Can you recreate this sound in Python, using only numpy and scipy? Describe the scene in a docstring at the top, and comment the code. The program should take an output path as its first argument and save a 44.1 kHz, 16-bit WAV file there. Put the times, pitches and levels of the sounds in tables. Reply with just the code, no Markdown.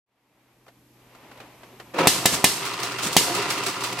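"""A sleeve rustles and parts knock in a quiet workshop: close to the microphone, a small hit-and-miss
engine is started by hand. The flywheel is flung round with a rattle and the engine fires three times,
each pop a kick in the pipe and a jet of gas that the bench and walls throw back. It coasts on whirring
gears and clacking valve gear, sucks in a fresh charge and fires once more; its wooden base booms."""
import sys
import numpy as np
from scipy import signal
from scipy.fft import rfft, irfft, next_fast_len
from scipy.io import wavfile
from scipy.ndimage import map_coordinates

SR = 44100
rng = np.random.default_rng(int(sys.argv[2]) if len(sys.argv) > 2 else 0)


def to_wav(sig):
    """Store sig (one row per channel, or 1-D mono) as 16-bit WAV at the path in sys.argv[1].

    Samples outside -1..1 are clipped; the rate is SR.
    """
    pcm = np.clip(np.atleast_2d(sig), -1, 1) * 32767
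    pcm = np.round(pcm).astype(np.int16)
    wavfile.write(sys.argv[1], SR, pcm.T)  # frames by channels


N = 176400
ROOM_T60_S = 0.58

# the firings (t/s, pop level/dB, gas jet level/dB, jet length/s)
FIRINGS = [(2.0712, 1, -0.5, 0.0024), (2.2562, -4, -4.5, 0.0044), (2.442, -1, -3.5, 0.0045),
           (3.1656, 1, -2.5, 0.0031)]
# resonances of small steel parts (f/Hz, width/Hz, level/dB)
STEEL_MODES = [(5500, 27, 2), (7700, 90, -2), (8410, 86, 2)]
# spectrum of the body of a clack (f/Hz, level/dB)
CLACK_BODY = [(150, -15), (400, -12), (1150, 11), (1600, 2), (2600, 5.5), (5000, -1.5), (9000, -34)]
# spectrum of its bright edge (f/Hz, level/dB)
CLACK_EDGE = [(2000, -14), (4500, -0.5), (8300, -5), (15500, -14.5)]
# how alike left and right are at the microphone (f/Hz, correlation)
COHERENCE = [(25, 0.95), (150, 1), (1000, 0.9), (4000, 0.25), (12000, 0.058)]


def amp(db):
    """Decibels to amplitude."""
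    return 10 ** (np.asarray(db) / 20)


def unit(x):
    """Scale to rms 1."""
    return x / np.sqrt(np.mean(x ** 2) + 1e-20)


def clock():
    """Each sample's time in seconds."""
    return np.arange(N) / SR


def along(points, hz):
    """Interpolate (f/Hz, value) points on a log axis."""
    freqs, values = np.transpose(points)
    return np.interp(np.log(hz + 1), np.log(freqs + 1), values)


def curves(rows):
    """One value per sample for each column after the time."""
    times, *columns = np.transpose(rows)
    return [np.interp(clock(), times, column) for column in columns]


def wobble(rate):
    """A smooth random curve, rate knots a second."""
    return map_coordinates(rng.standard_normal(400), [clock() * rate], mode="mirror")


def filtered(x, response):
    """Apply a complex frequency response."""
    size = next_fast_len(N + SR // 2)
    return irfft(rfft(x, size) * response(np.fft.rfftfreq(size, 1 / SR)), size)[..., :N]


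def spread(pair, coherence=COHERENCE):
    """Two unrelated signals become partly alike left and right channels."""
    angle = lambda hz: np.arccos(np.clip(along(coherence, hz), -1, 1)) / 2
    mid, side = filtered(pair, lambda hz: np.array([np.cos(angle(hz)), np.sin(angle(hz))]))
    return np.array([mid + side, mid - side])


def hiss(spectrum, drive=1, coherence=COHERENCE):
    """Stereo noise of rms 1 with the given colour, roughened by a drive."""
    noise = drive * rng.standard_normal((2, N))
    return unit(spread(filtered(noise, lambda hz: amp(along(spectrum, hz))), coherence))


def ring(drive, modes):
    """Driven noise heard through a body's resonances, dull above the highest one, rms 1."""
    top_hz = max(hz for hz, _, _ in modes)
    body = lambda f: sum((-1) ** k * amp(db) * 1j * f * width / (hz * hz - f * f + 1j * f * width)
                         for k, (hz, width, db) in enumerate(modes))
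    noise = drive * rng.standard_normal((2, N))
    return unit(spread(filtered(noise, lambda f: body(f) / (1 + .5j * f / top_hz))))


def burst(start, attack, hold, t60):
    """Linear attack, then exponential release from start + hold; all in seconds."""
    t = clock() - start
    return np.clip(t / attack, 0, 1) * amp(-60 * np.maximum(t - hold, 0) / t60)


def contacts(rate, scatter_db, contact_s, jitter=.3):
    """Force of parts meeting at a nearly even rate, each time with its own strength."""
    timing, strength = rng.standard_normal((3000, 2)).T
    at = ((np.arange(len(timing)) + jitter * timing) / rate * SR).astype(int)
    train = np.bincount(np.clip(at, 0, N), amp(scatter_db * strength), N + 1)[:N]
    return signal.lfilter([1], [1, -np.exp(-1 / (contact_s * SR))], train)


def workshop():
    """Room tone: still air and a faint electric hum."""
    # spectrum of the air (f/Hz, level/dB)
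    air = [(25, 5), (120, -8), (290, -2), (700, -19.5), (7000, -25), (10800, -27), (11600, -19),
           (13000, -23), (15000, -54)]
    hum_hz = 124
    hum = np.sqrt(2) * np.sin(2 * np.pi * hum_hz * clock() + 0.57 * wobble(12))
    return amp(-50.5) * hiss(air) + amp(-56 + wobble(10.3)) * hum


def handling():
    """A sleeve rustles and parts knock while the hand sets the wheel."""
    # knocks as the hand takes hold (t/s, level/dB)
    knocks = [(.664, -36), (0.68, -30), (1.148, -34.5), (1.313, -32.5), (1.373, -35), (1.401, -28),
              (1.631, -34.5), (1.798, -28.5)]
    # spectrum of a knock (f/Hz, level/dB)
    knock_spectrum = [(120, -14), (500, 3.5), (1750, -3), (5000, -14), (14000, -28)]
    # rustle of the sleeve (t/s, level/dB)
    sleeve = [(.1, -47.5), (.9, -60.5), (1.05, -52.5), (1.25, -47.5), (1.42, -46.5), (1.52, -51.5),
              (1.92, -53.5), (2.1, -47)]
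    # spectrum of the cloth (f/Hz, level/dB)
    cloth = [(120, -8), (330, -3), (1010, -2), (1500, -10), (2330, -7), (3700, -15), (11000, -33),
             (14000, -59)]
    blows = sum(amp(db - 8) * burst(s, 0.0019, 0.004, t60=0.08) for s, db in knocks)
    rustle_db, = curves(sleeve)
    return blows * hiss(knock_spectrum) + amp(rustle_db + wobble(27.3)) * hiss(cloth)


def fling():
    """Thrown over by hand, the whole engine judders on its base."""
    # jolts of the throw (t/s, length/s, level/dB)
    jolts = [(1.936, 0.088, -30), (1.981, 0.037, -17), (2.022, 0.037, -19), (2.051, 0.013, -20.5)]
    # resonances of the shaken engine (f/Hz, width/Hz, level/dB)
    body_modes = [(164, 17, -2.5), (322, 67, -1.5), (528, 58, 0.5), (720, 69, -6), (953, 51, -1),
                  (1314, 210, -10), (2620, 390, -14)]
    scrape = [(300, -5), (2300, -3.5), (5000, -12), (15000, -28.5)]  # (f/Hz, level/dB)
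    force = np.sqrt(sum((amp(db) * burst(s, 0.0082, length, t60=0.055)) ** 2 for s, length, db in jolts))
    judder = contacts(rate=300, scatter_db=-3.5, contact_s=0.013)
    return force * (ring(judder, body_modes) + amp(-7 + wobble(50)) * hiss(scrape, judder))


def hollow_notes():
    """Short wavering notes: two faint ones from handling knocks, then base booms after the last pop."""
    # two knock tones, then the booms of the wooden base (t/s, level/dB, f/Hz)
    notes = [(.677, -46, 690), (1.73, -44, 385), (3.3, -26, 703), (3.303, -24.5, 349.4),
             (3.384, -22.5, 407)]
    return sum(amp(db) * burst(s, 0.011, 0.011, t60=.11)
               * np.sin(2 * np.pi * hz * clock() + .5 * wobble(90)) for s, db, hz in notes)


def gears():
    """Gear teeth rattle frame and base, surging slightly with each turn of the crank."""
    # course of the running gear (t/s, whirr level/dB, rumble level/dB)
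    run = [(2.1, -36, -34.5), (2.35, -36, -31.5), (2.55, -38, -38), (2.76, -34, -39.5), (2.86, -33, -33),
           (2.95, -36, -39), (3.25, -33.5, -32.5), (3.39, -28.5, -29), (3.5, -31.5, -32.5),
           (3.72, -34.5, -36), (4, -36.5, -37)]
    # resonances of the iron frame and wheels (f/Hz, width/Hz, level/dB)
    frame_modes = [(968, 89, -2.5), (1224, 60, -1.5), (1384, 38, -3), (2025, 110, -9), (2700, 84, -6),
                   (4530, 1270, -15.5)]
    # resonances of the wooden base (f/Hz, width/Hz, level/dB)
    base_modes = [(123, 10.2, 3.5), (186.4, 17, -2), (289.4, 37, -1.5), (393, 31.7, 2.5), (520.7, 30, -1.5),
                  (721, 72, -3.5)]
    # spectrum of the teeth's sizzle (f/Hz, level/dB)
    sizzle = [(500, -1.5), (2500, 7), (5200, -3), (8500, -5), (15500, -28)]
    turns_per_s, start_s, rise_s = 9.3, 2.05, 0.017
    whirr_db, rumble_db = curves(run)
    surge_db = 0.5 * np.sin(2 * np.pi * turns_per_s * clock()) + .5 * wobble(36)
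    teeth = contacts(rate=330, scatter_db=3, contact_s=0.0021) * amp(surge_db)
    running = np.clip((clock() - start_s) / rise_s, 0, 1)
    whirr = amp(1) * ring(teeth, frame_modes) + amp(-1) * hiss(sizzle, teeth + 2.3 * teeth.mean())
    rumble = amp(-1) * ring(teeth, base_modes)
    return running * (amp(whirr_db) * whirr + amp(rumble_db) * rumble)


def bearings():
    """Play in the bearings is taken up with a short dry tick."""
    # bearing ticks (t/s, level/dB)
    ticks = [(2.735, -35), (2.799, -34.5), (2.9185, -35.5), (3.4214, -33), (3.5778, -31), (3.635, -30.5),
             (3.806, -33), (3.9256, -31.5)]
    force = sum(amp(db) * burst(s, 0.00087, 0.0047, t60=0.058) for s, db in ticks)
    return force * (hiss(CLACK_BODY) + hiss(CLACK_EDGE))


def valve_gear():
    """Loose steel parts clack, chatter and linger in the room; the sliding push rod adds a swish."""
    # clacks of push rod and latch (t/s, level/dB, treble offset/dB)
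    clacks = [(2.6224, -15.5, -22), (2.651, -17, 1), (2.828, -15.5, 1), (2.983, -13, -7), (3.125, -23, 9.5),
              (3.3465, -16.5, 2.5), (3.499, -11, 0), (3.6613, -12, 1), (3.8347, -12.5, -0.5),
              (3.986, -13.5, -4)]
    rise_s, slide_lag_s, slide_width_s = .0045, 0.02, 0.025
    body, edge = np.zeros(N), np.zeros(N)
    for s, db, treble_db in clacks:
        room_tail = amp(-7) * burst(s, rise_s, 0, ROOM_T60_S)
        body += amp(db - 15) * np.hypot(burst(s, rise_s, rise_s, t60=0.17), room_tail)
        slide = amp(-8.5) * np.exp(-.5 * ((clock() - s - slide_lag_s) / slide_width_s) ** 2)
        swish = np.hypot(burst(s, rise_s, .007, t60=0.061), slide)
        edge = np.hypot(edge, amp(db + treble_db - 13.5) * np.hypot(swish, room_tail))
    chatter = contacts(rate=420, scatter_db=0.5, contact_s=0.004)
    clatter = body * hiss(CLACK_BODY, chatter)
    return clatter + edge * (hiss(CLACK_EDGE, chatter) + amp(-13.5) * ring(chatter, STEEL_MODES))


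def intake():
    """Air is sucked past the fluttering inlet valve and sets it ringing."""
    # sniffs ahead of a firing (t/s, length/s, level/dB)
    sniffs = [(2.317, 0.026, -21), (3.019, 0.058, -25)]
    # spectrum of the indrawn air (f/Hz, level/dB)
    suction = [(40, -12), (170, -1.5), (800, -13.5), (7600, -11), (15500, -25)]
    flow = sum(amp(db) * burst(s, 0.016, length, t60=0.15) for s, length, db in sniffs)
    flutter = contacts(rate=150, scatter_db=3, contact_s=0.013)
    return flow * (hiss(suction, flutter) + amp(-17) * ring(flutter, STEEL_MODES))


def cylinder():
    """Every firing sets the iron ringing, a little differently each time."""
    # partials of the cylinder (f/Hz)
    partials = [1743, 2065, 2816, 3040, 3770, 4880]
    ringing = np.zeros((2, N))
    for s, *_ in FIRINGS:
        for hz in partials:
            envelope = amp(-24 + 2 * rng.standard_normal()) * burst(s, 0.0014, 0, t60=.16)
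            phase = 2 * np.pi * rng.random() + .5 * rng.standard_normal((2, 1))
            ringing += envelope * np.sin(2 * np.pi * hz * clock() + phase)
    return ringing


def exhaust():
    """Each firing kicks the pipe and lets out a jet of gas; steel rings, bench and walls answer."""
    # modes of pipe and frame (f/Hz, level/dB, t60/s)
    pipe_modes = [(199, -16.5, 0.061), (289, -15, 0.043), (401, -12.5, 0.029), (805, 1, 0.0084),
                  (1004, -16.5, 0.03), (1960, -4.5, 0.0062)]
    # spectrum of the gas jet (f/Hz, level/dB)
    jet_spectrum = [(300, -18), (1400, -6.5), (2300, 2.5), (5300, -5.5), (7900, 0), (10000, -4),
                    (15500, -10.5)]
    # spectrum of the diffuse return from bench and walls (f/Hz, level/dB)
    echo_spectrum = [(180, 1), (1400, -6), (2600, -0.5), (4500, 3), (8400, -0.5), (13000, -5), (15500, -21)]
    t = np.arange(SR // 8) / SR
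    thump = -sum(amp(db - 60 * t / t60) * np.sin(2 * np.pi * hz * t) for hz, db, t60 in pipe_modes)
    kicks, flow, echo = np.zeros((3, N))
    for s, db, jet_db, jet_s in FIRINGS:
        kicks[round(s * SR)] += amp(db)
        flow += amp(jet_db - 3) * burst(s + 0.00034, 0.0011, jet_s, t60=0.011)
        bench = amp(-14) * burst(s, 0.0082, 0.0076, t60=0.085)
        walls = amp(-17.5) * burst(s, 0.008, 0, ROOM_T60_S)
        echo += amp(db) * np.hypot(bench, walls)
    jet = flow * hiss(jet_spectrum, coherence=[(1000, 0.93)])
    tail = echo * (hiss(echo_spectrum) + amp(-12) * ring(1, STEEL_MODES))
    return signal.fftconvolve(kicks, thump)[:N] + jet + tail


def scene():
    """From the microphone, the engine stands just right of centre and the hand works just left."""
    far_side_db = -0.62
    engine = (exhaust() + cylinder() + intake() + valve_gear()
              + bearings() + gears() + hollow_notes() + fling())
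    return engine * amp([[far_side_db], [0]]) + handling() * amp([[0], [far_side_db]]) + workshop()


def record(dry):
    """The sound fades in; the microphone sheds deep bass and top treble; close pops overload the input."""
    low_cut_hz, top_hz = 81.4, 15900
    fade_start_s, fade_s, ceiling = 0.059, 1.75, 0.78
    x = filtered(dry, lambda hz: (1j * hz / (low_cut_hz + 1j * hz)) ** 2)
    x = x * np.clip((clock() - fade_start_s) / fade_s, 0, 1)
    x = x / (1 + np.abs(x / ceiling) ** 6) ** (1 / 6)  # soft clipping
    return filtered(x, lambda hz: 1 / (1 + (hz / top_hz) ** 120))


dry = scene()
out = record(dry)
to_wav(out)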